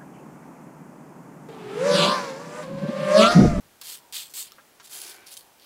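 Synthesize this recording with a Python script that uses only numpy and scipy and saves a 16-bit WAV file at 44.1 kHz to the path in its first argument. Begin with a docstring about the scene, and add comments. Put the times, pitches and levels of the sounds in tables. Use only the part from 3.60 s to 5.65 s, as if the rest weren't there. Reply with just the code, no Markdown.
"""Granules poured onto wood

A small, quiet workshop, the stereo microphone close to a wooden workpiece straight ahead. Granules slide
off a tilted sheet of paper and land in short pours: hails of tiny hard impacts that ring briefly in the
wood, with single bigger grains ticking out. The sheet gives a hollow rub and faint scrapes, and light
knocks of handling fall between the pours, over the hush of the room."""
import sys
import numpy as np
from scipy import signal
from scipy.fft import rfft, irfft, next_fast_len
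from scipy.io import wavfile

SR = 44100
rng = np.random.default_rng(int(sys.argv[2]) if len(sys.argv) > 2 else 0)


def pcm_store(signal):
    """Save signal as 16-bit PCM."""
    levels = np.round(np.clip(np.atleast_2d(signal), -1, 1) * 32767)
    wavfile.write(sys.argv[1], SR, levels.astype(np.int16).T)


N = 90404
TIME = np.arange(N) / SR
SIZE = next_fast_len(N + SR // 4, True)
FREQS = np.maximum(np.arange(SIZE // 2 + 1) * SR / SIZE, 1)


def from_db(db):
    """Decibels to gain."""
    return 10 ** (np.asarray(db) / 20)


def rms_one(x):
    """Scale to unit power."""
    return x / np.sqrt(np.mean(x ** 2) + 1e-20)


def impulse(seconds):
    """A single click at the given time."""
    return np.arange(N) == int(seconds * SR)


def filtered(x, order, hz, kind="low"):
    """Butterworth filter."""
    return signal.sosfilt(signal.butter(order, hz, kind, fs=SR, output="sos"), x)


def curve_db(points):
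    """A spectrum table joined by straight lines in log frequency."""
    hz, db = np.transpose(points)
    return np.interp(np.log(FREQS), np.log(hz), db)


def bump(hz, width_hz):
    """The bell shape of one resonance across the spectrum."""
    return np.exp(-((FREQS - hz) / width_hz) ** 2 / 2)


def colour(x, db):
    """Causal filter with the given spectral shape and unit power gain."""
    cepstrum = irfft(np.log(rms_one(from_db(db))), SIZE)
    cepstrum[1:SIZE // 2] *= 2
    cepstrum[SIZE // 2 + 1:] = 0
    return irfft(rfft(x, SIZE) * np.exp(rfft(cepstrum)), SIZE)[:N]


def ring(x, modes):
    """Sum of decaying tones set off by x."""
    out = 0
    for hz, db, t60 in modes:
        r = np.exp(-np.log(1000) / (t60 * SR))
        feedback = r * np.cos(2 * np.pi * hz / SR)
        out = out + from_db(db) * signal.lfilter([1, -feedback], [1, -2 * feedback, r * r], x + 1e-18)
    return out


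def rattle(clicks, t60):
    """Each click becomes its own tiny dying burst of the same energy."""
    decay = np.exp(-2 * np.log(1000) / (t60 * SR))
    energy = signal.lfilter([1 - decay], [1, -decay], clicks ** 2 + 1e-18)
    return np.sqrt(energy) * rng.choice([-1, 1], N)


def drift(rate_hz):
    """Smooth random wander of unit power."""
    return rms_one(filtered(rng.standard_normal(N), 2, rate_hz))


def room(x, t60=0.078, delay_s=0.00217):
    """Dense reflections of the small workshop that die away fast; unit power gain."""
    t = np.arange(16384) / SR
    tail = rng.standard_normal(len(t)) * np.exp(-np.log(1000) * t / t60) * (t > delay_s)
    return signal.fftconvolve(x, tail / np.sqrt(np.sum(tail ** 2)))[:N]


def hush(level_db=-57.5):
    """Steady room tone, wide only in the bass."""
    # Each row: frequency in Hz, relative spectral density in dB.
    tone = [(22, -13), (60, -7), (130, -2), (330, 1.5), (750, 1), (1100, -2), (1600, -3), (2600, -6),
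            (6500, -9), (15500, -11)]
    # Each row: frequency in Hz, side level against mid in dB.
    stereo_width = [(30, -12), (80, -1), (180, -8), (700, -18.5), (2500, -48.5)]
    mid, side = rfft(rng.standard_normal((2, SIZE))) * rms_one(from_db(curve_db(tone)))
    mid = irfft(mid, SIZE)[:N]
    side = irfft(side * from_db(curve_db(stereo_width)), SIZE)[:N]
    return from_db(level_db) * np.array([mid + side, mid - side])


def rumble(start_db=-63, fall_db_per_s=58, end_s=0.207):
    """A low rumble at the start that fades and stops."""
    low = rms_one(filtered(rng.standard_normal(N), 2, [55, 220], "band"))
    stop = np.clip((end_s - TIME) / 0.011, 0, 1)
    return low * from_db(start_db - fall_db_per_s * TIME) * stop


def scrapes(width_hz=99):
    """The paper shifts: friction swells and fades in a narrow resonance that glides as the sheet bends."""
    # Each row: start and length in seconds, peak level in dB, first and last pitch in Hz.
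    shifts = [(0.216, 0.077, -63.5, 1300, 772), (0.351, 0.21, -63, 1020, 796),
              (1.789, 0.204, -65, 880, 820)]
    out = 0
    for start, length, db, from_hz, to_hz in shifts:
        along = np.clip((TIME - start) / length, 0, 1)
        phase = 2 * np.pi * np.cumsum(from_hz + (to_hz - from_hz) * along) / SR
        friction = drift(width_hz) * np.cos(phase) + drift(width_hz) * np.sin(phase)
        out = out + from_db(db) * np.sqrt(np.abs(np.sin(np.pi * along))) * friction
    return out


def slide(slips_per_s=5000):
    """Granules skid down the tilted paper: countless tiny slips sound the sheet's hollow resonances."""
    # Each row: frequency in Hz, width in Hz, boost in dB.
    sheet_resonances = [(388, 78, 7.5), (798, 94, 6.5), (1530, 85, 8.5), (2310, 120, 8)]
    # Each row: time in seconds, level of the rub in dB.
    swell = [(1.28, -77), (1.345, -56.5), (1.55, -52.5), (1.645, -56), (1.78, -71.5)]
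    slips = (rng.random(N) < slips_per_s / SR) * rng.standard_normal(N)
    sheet_db = sum(db * bump(hz, width) for hz, width, db in sheet_resonances)
    rub = rms_one(filtered(colour(slips, sheet_db), 2, [322, 2800], "band"))
    times, levels_db = np.transpose(swell)
    return rub * from_db(np.interp(TIME, times, levels_db)) * (TIME > times[0]) * (TIME < times[-1])


def knocks():
    """Soft handling contacts ring low modes and stir the room; the harder ones crackle more brightly."""
    # Each row: time in seconds, blow strength in dB, hardness as upper edge in Hz, crackle drive in dB.
    contacts = [(0.2150, -47, 4000, -20), (0.9835, -40, 2000, -17), (1.1996, -40.5, 5940, -19)]
    # Each row: frequency in Hz, gain in dB, t60 in seconds.
    low_modes = [(1004, -12.5, 0.05), (1235, -8, 0.029), (1357, -9, 0.059), (1627, -9.5, 0.044),
                 (2100, -16, 0.022)]
    blows = crackle = 0
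    for start, db, edge_hz, crackle_db in contacts:
        click = impulse(start)
        blows = blows + filtered(from_db(db) * click + 1e-18, 4, edge_hz)
        crackle = crackle + filtered(from_db(crackle_db) * rattle(click, t60=0.05), 4, edge_hz)
    body = ring(blows, low_modes) + filtered(crackle, 2, 810, "high")
    return body + room(body)


def clinks():
    """Pitched ticks: a stray granule strikes a small part, another lands twice in a quick double tick."""
    # Modes of the small part. Each row: frequency in Hz, level in dB, t60 in seconds.
    part_modes = [(1200, -52, .06), (1320, -52, 0.053), (5300, -43, 0.027), (5600, -52, 0.027)]
    # Modes the bouncing granule strikes, with the same columns.
    bounce_modes = [(3160, -42, 0.017), (3780, -41, 0.019), (6150, -41, .019)]
    # Its landing times in seconds.
    bounce_times = [1.7692, 1.7746]
    bounces = sum(impulse(start) for start in bounce_times)
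    return ring(impulse(0.9201), part_modes) + ring(bounces, bounce_modes)


def workpiece(hail, gain_db=-52.5):
    """The wood rings on in its longer modes under the impacts."""
    # Each row: frequency in Hz, relative gain in dB, t60 in seconds.
    wood_modes = [(2841, -2, .15), (3172, -1.5, .17), (3562, -1, .17), (4320, -2, .13), (4388, -1, .12),
                  (4809, 0, .13), (5198, -1, .13), (6924, -3, .12), (7150, -1, .12), (7602, -2, .13),
                  (7901, 0, .14), (8532, 0, .14), (10890, -1, .11)]
    return from_db(gain_db) * ring(hail, wood_modes)


def landing(clicks, boosts_db):
    """Impacts take the colour of the place where they land."""
    # Spectrum of one grain's impact. Each row: frequency in Hz, relative density in dB.
    impact = [(100, -28), (350, -16.5), (900, -6), (1600, -5.5), (2400, -3), (3900, 0), (4750, 3),
              (5900, 0.5), (9200, 0.5), (11700, 3), (13500, 5.5), (16000, 0.5)]
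    # Broad rings of the landing places: low, middle, high, top. Each row: frequency and width in Hz.
    rings = [(3400, 1120), (7900, 1070), (10400, 790), (13800, 3500)]
    place_db = sum(db * bump(hz, width) for db, (hz, width) in zip(boosts_db, rings))
    return colour(clicks, curve_db(impact) + place_db)


def big_grains(rattle_db=-4, low_cut_hz=3100):
    """Single bigger grains crack on contact and rattle: sharp, thin ticks that stand out of the hail."""
    # Each row: time in seconds, strength in dB, boosts of the four landing rings in dB.
    grains = [(0.2142, -15.5, -5, 0, -6, -15), (0.292, -26, 4, 2, 0, 0), (0.2995, -16.5, 10, 10, -4, -4),
              (0.3735, -26.5, -5, -2, 0, -8), (0.5245, -21, 2, 7, 5, 0), (0.5538, -13.5, 16, 6, 0, 2),
              (0.5675, -14, 14, 0, -4, -2), (0.5857, -13, 20, 5, -4, -3), (0.8263, -16, 1, 10, -3, -11),
              (0.9201, -26, 7.5, -1, -8, 2), (1.372, -16, 0, -3, 14, 3), (1.4168, -11, 6.5, 2, 14, -4),
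              (1.4995, -23, -2, 14, 9, 8), (1.5165, -22.5, 4, -8, -6, -16), (1.6682, -20, -10, -6, -8, -20),
              (1.7260, -23.5, -6, 1, -10, -7), (1.7397, -19, -6, 2, 4, -10), (1.7690, -19, -5, 4, -14, -9),
              (1.7733, -18, 0, 6, 5, -2), (1.8092, -28, 2, -11, 10, -9), (1.9982, -31, 10, -6, -3, -2)]
    out = 0
    for start, db, *boosts_db in grains:
        click = from_db(db) * impulse(start)
        crack = rattle(click, t60=0.0029)
        settling = from_db(rattle_db) * rattle(click, t60=0.026)
        out = out + landing(crack + settling, boosts_db)
    return filtered(out, 4, low_cut_hz, "high")


def settle(clicks, chatter_db=3.5):
    """Each grain rattles very briefly as it settles; the total power stays the same."""
    chatter = from_db(chatter_db)
    return (clicks + chatter * rattle(clicks, t60=0.011)) / np.sqrt(1 + chatter ** 2)


def pours(grains_per_s=3800, at_flow_db=-36.5, size_spread_db=2.5):
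    """Each pour starts abruptly, swells, holds and runs out; more flow brings more and harder impacts."""
    # Each row: start, rise and hold in seconds, fall in dB per second, top level in dB,
    # swell during the rise in dB, boosts of the four landing rings in dB.
    flows = [ (0.212, 0.002, 0.0047, 700, -41, 8.5, 2.5, -6, 4.5, -9),
             (0.233, 0.055, 0.053, 296, -39, 6.5, 4, 3.5, 2.5, -2.5),
             (0.525, 0.025, 0.024, 237, -34, 5, 9, 7, 2.5, -3.5),
             (0.592, 0.0069, 0.011, 254, -38, 11, 11, 10, -1, 0.5),
             (0.686, 0.0086, 0.025, 238, -53.5, 3, -3, 5, 1, -5),
             (0.7371, 0.048, 0.02, 294, -34, 7.5, 6.5, 11, 1, 1.5),
             (0.84, 0.0038, 0.015, 161, -50.5, 6, 9, -9, 9, -9.5),
             (1.223, 0.019, 0.034, 176, -49, 13, 2.5, 3, 4, -6.5),
             (1.296, 0.034, 0.055, 197, -39, 12.5, 1, 3.5, 7, -5),
             (1.411, 0.0022, 0.094, 200, -42.5, -2, 0, 0.5, 6.5, -8),
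             (1.6604, 0.0048, 0.017, 238, -46.5, 8, 0.5, -3.5, 7.5, -11),
             (1.706, 0.014, 0.011, 290, -45, 11, 10, 7.5, 11, 0),
             (1.771, 0.0034, 0.014, 223, -50, -3, 3.5, 2.5, 7, 0),
             (2.002, 0.006, 0.050, 200, -55, 8, 9, -9, 4, -6), ]
    rate_follows, tail_thinning = 0.72, 0.3  # the rate follows the flow, and tails thin to single ticks
    out = 0
    for start, rise, hold, fall, top_db, swell_db, *boosts_db in flows:
        t = TIME - start
        run_out_db = np.minimum(fall * np.maximum(t - rise - hold, 0), 100)
        flow_db = top_db - swell_db * np.clip(1 - t / rise, 0, 1) - run_out_db
        rate_db = rate_follows * (flow_db - at_flow_db) - tail_thinning * run_out_db
        chance = np.minimum(grains_per_s / SR * from_db(rate_db), 1)
        sizes = rms_one(from_db(size_spread_db * np.clip(rng.standard_normal(N), -2, 2)))
        signs = rng.choice([-1, 1], N)
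        lands = (rng.random(N) < chance) * (t > 0)
        clicks = lands * signs * sizes * from_db(flow_db) / np.sqrt(chance)  # power follows flow_db
        out = out + landing(settle(clicks), boosts_db)
    return out


def scene(room_db=-9):
    """Wood and paper close and centred before the microphone, the small room behind them."""
    hail = pours() + big_grains()
    near = hail + workpiece(hail) + slide() + scrapes()
    return near + from_db(room_db) * room(near) + knocks() + clinks() + hush() + rumble()


def record(dry, cutoff_hz=15750):
    """The highest treble is cut steeply."""
    return signal.sosfilt(signal.ellip(12, .2, 75, cutoff_hz, fs=SR, output="sos"), dry)


dry = scene()
out = record(dry)
pcm_store(out)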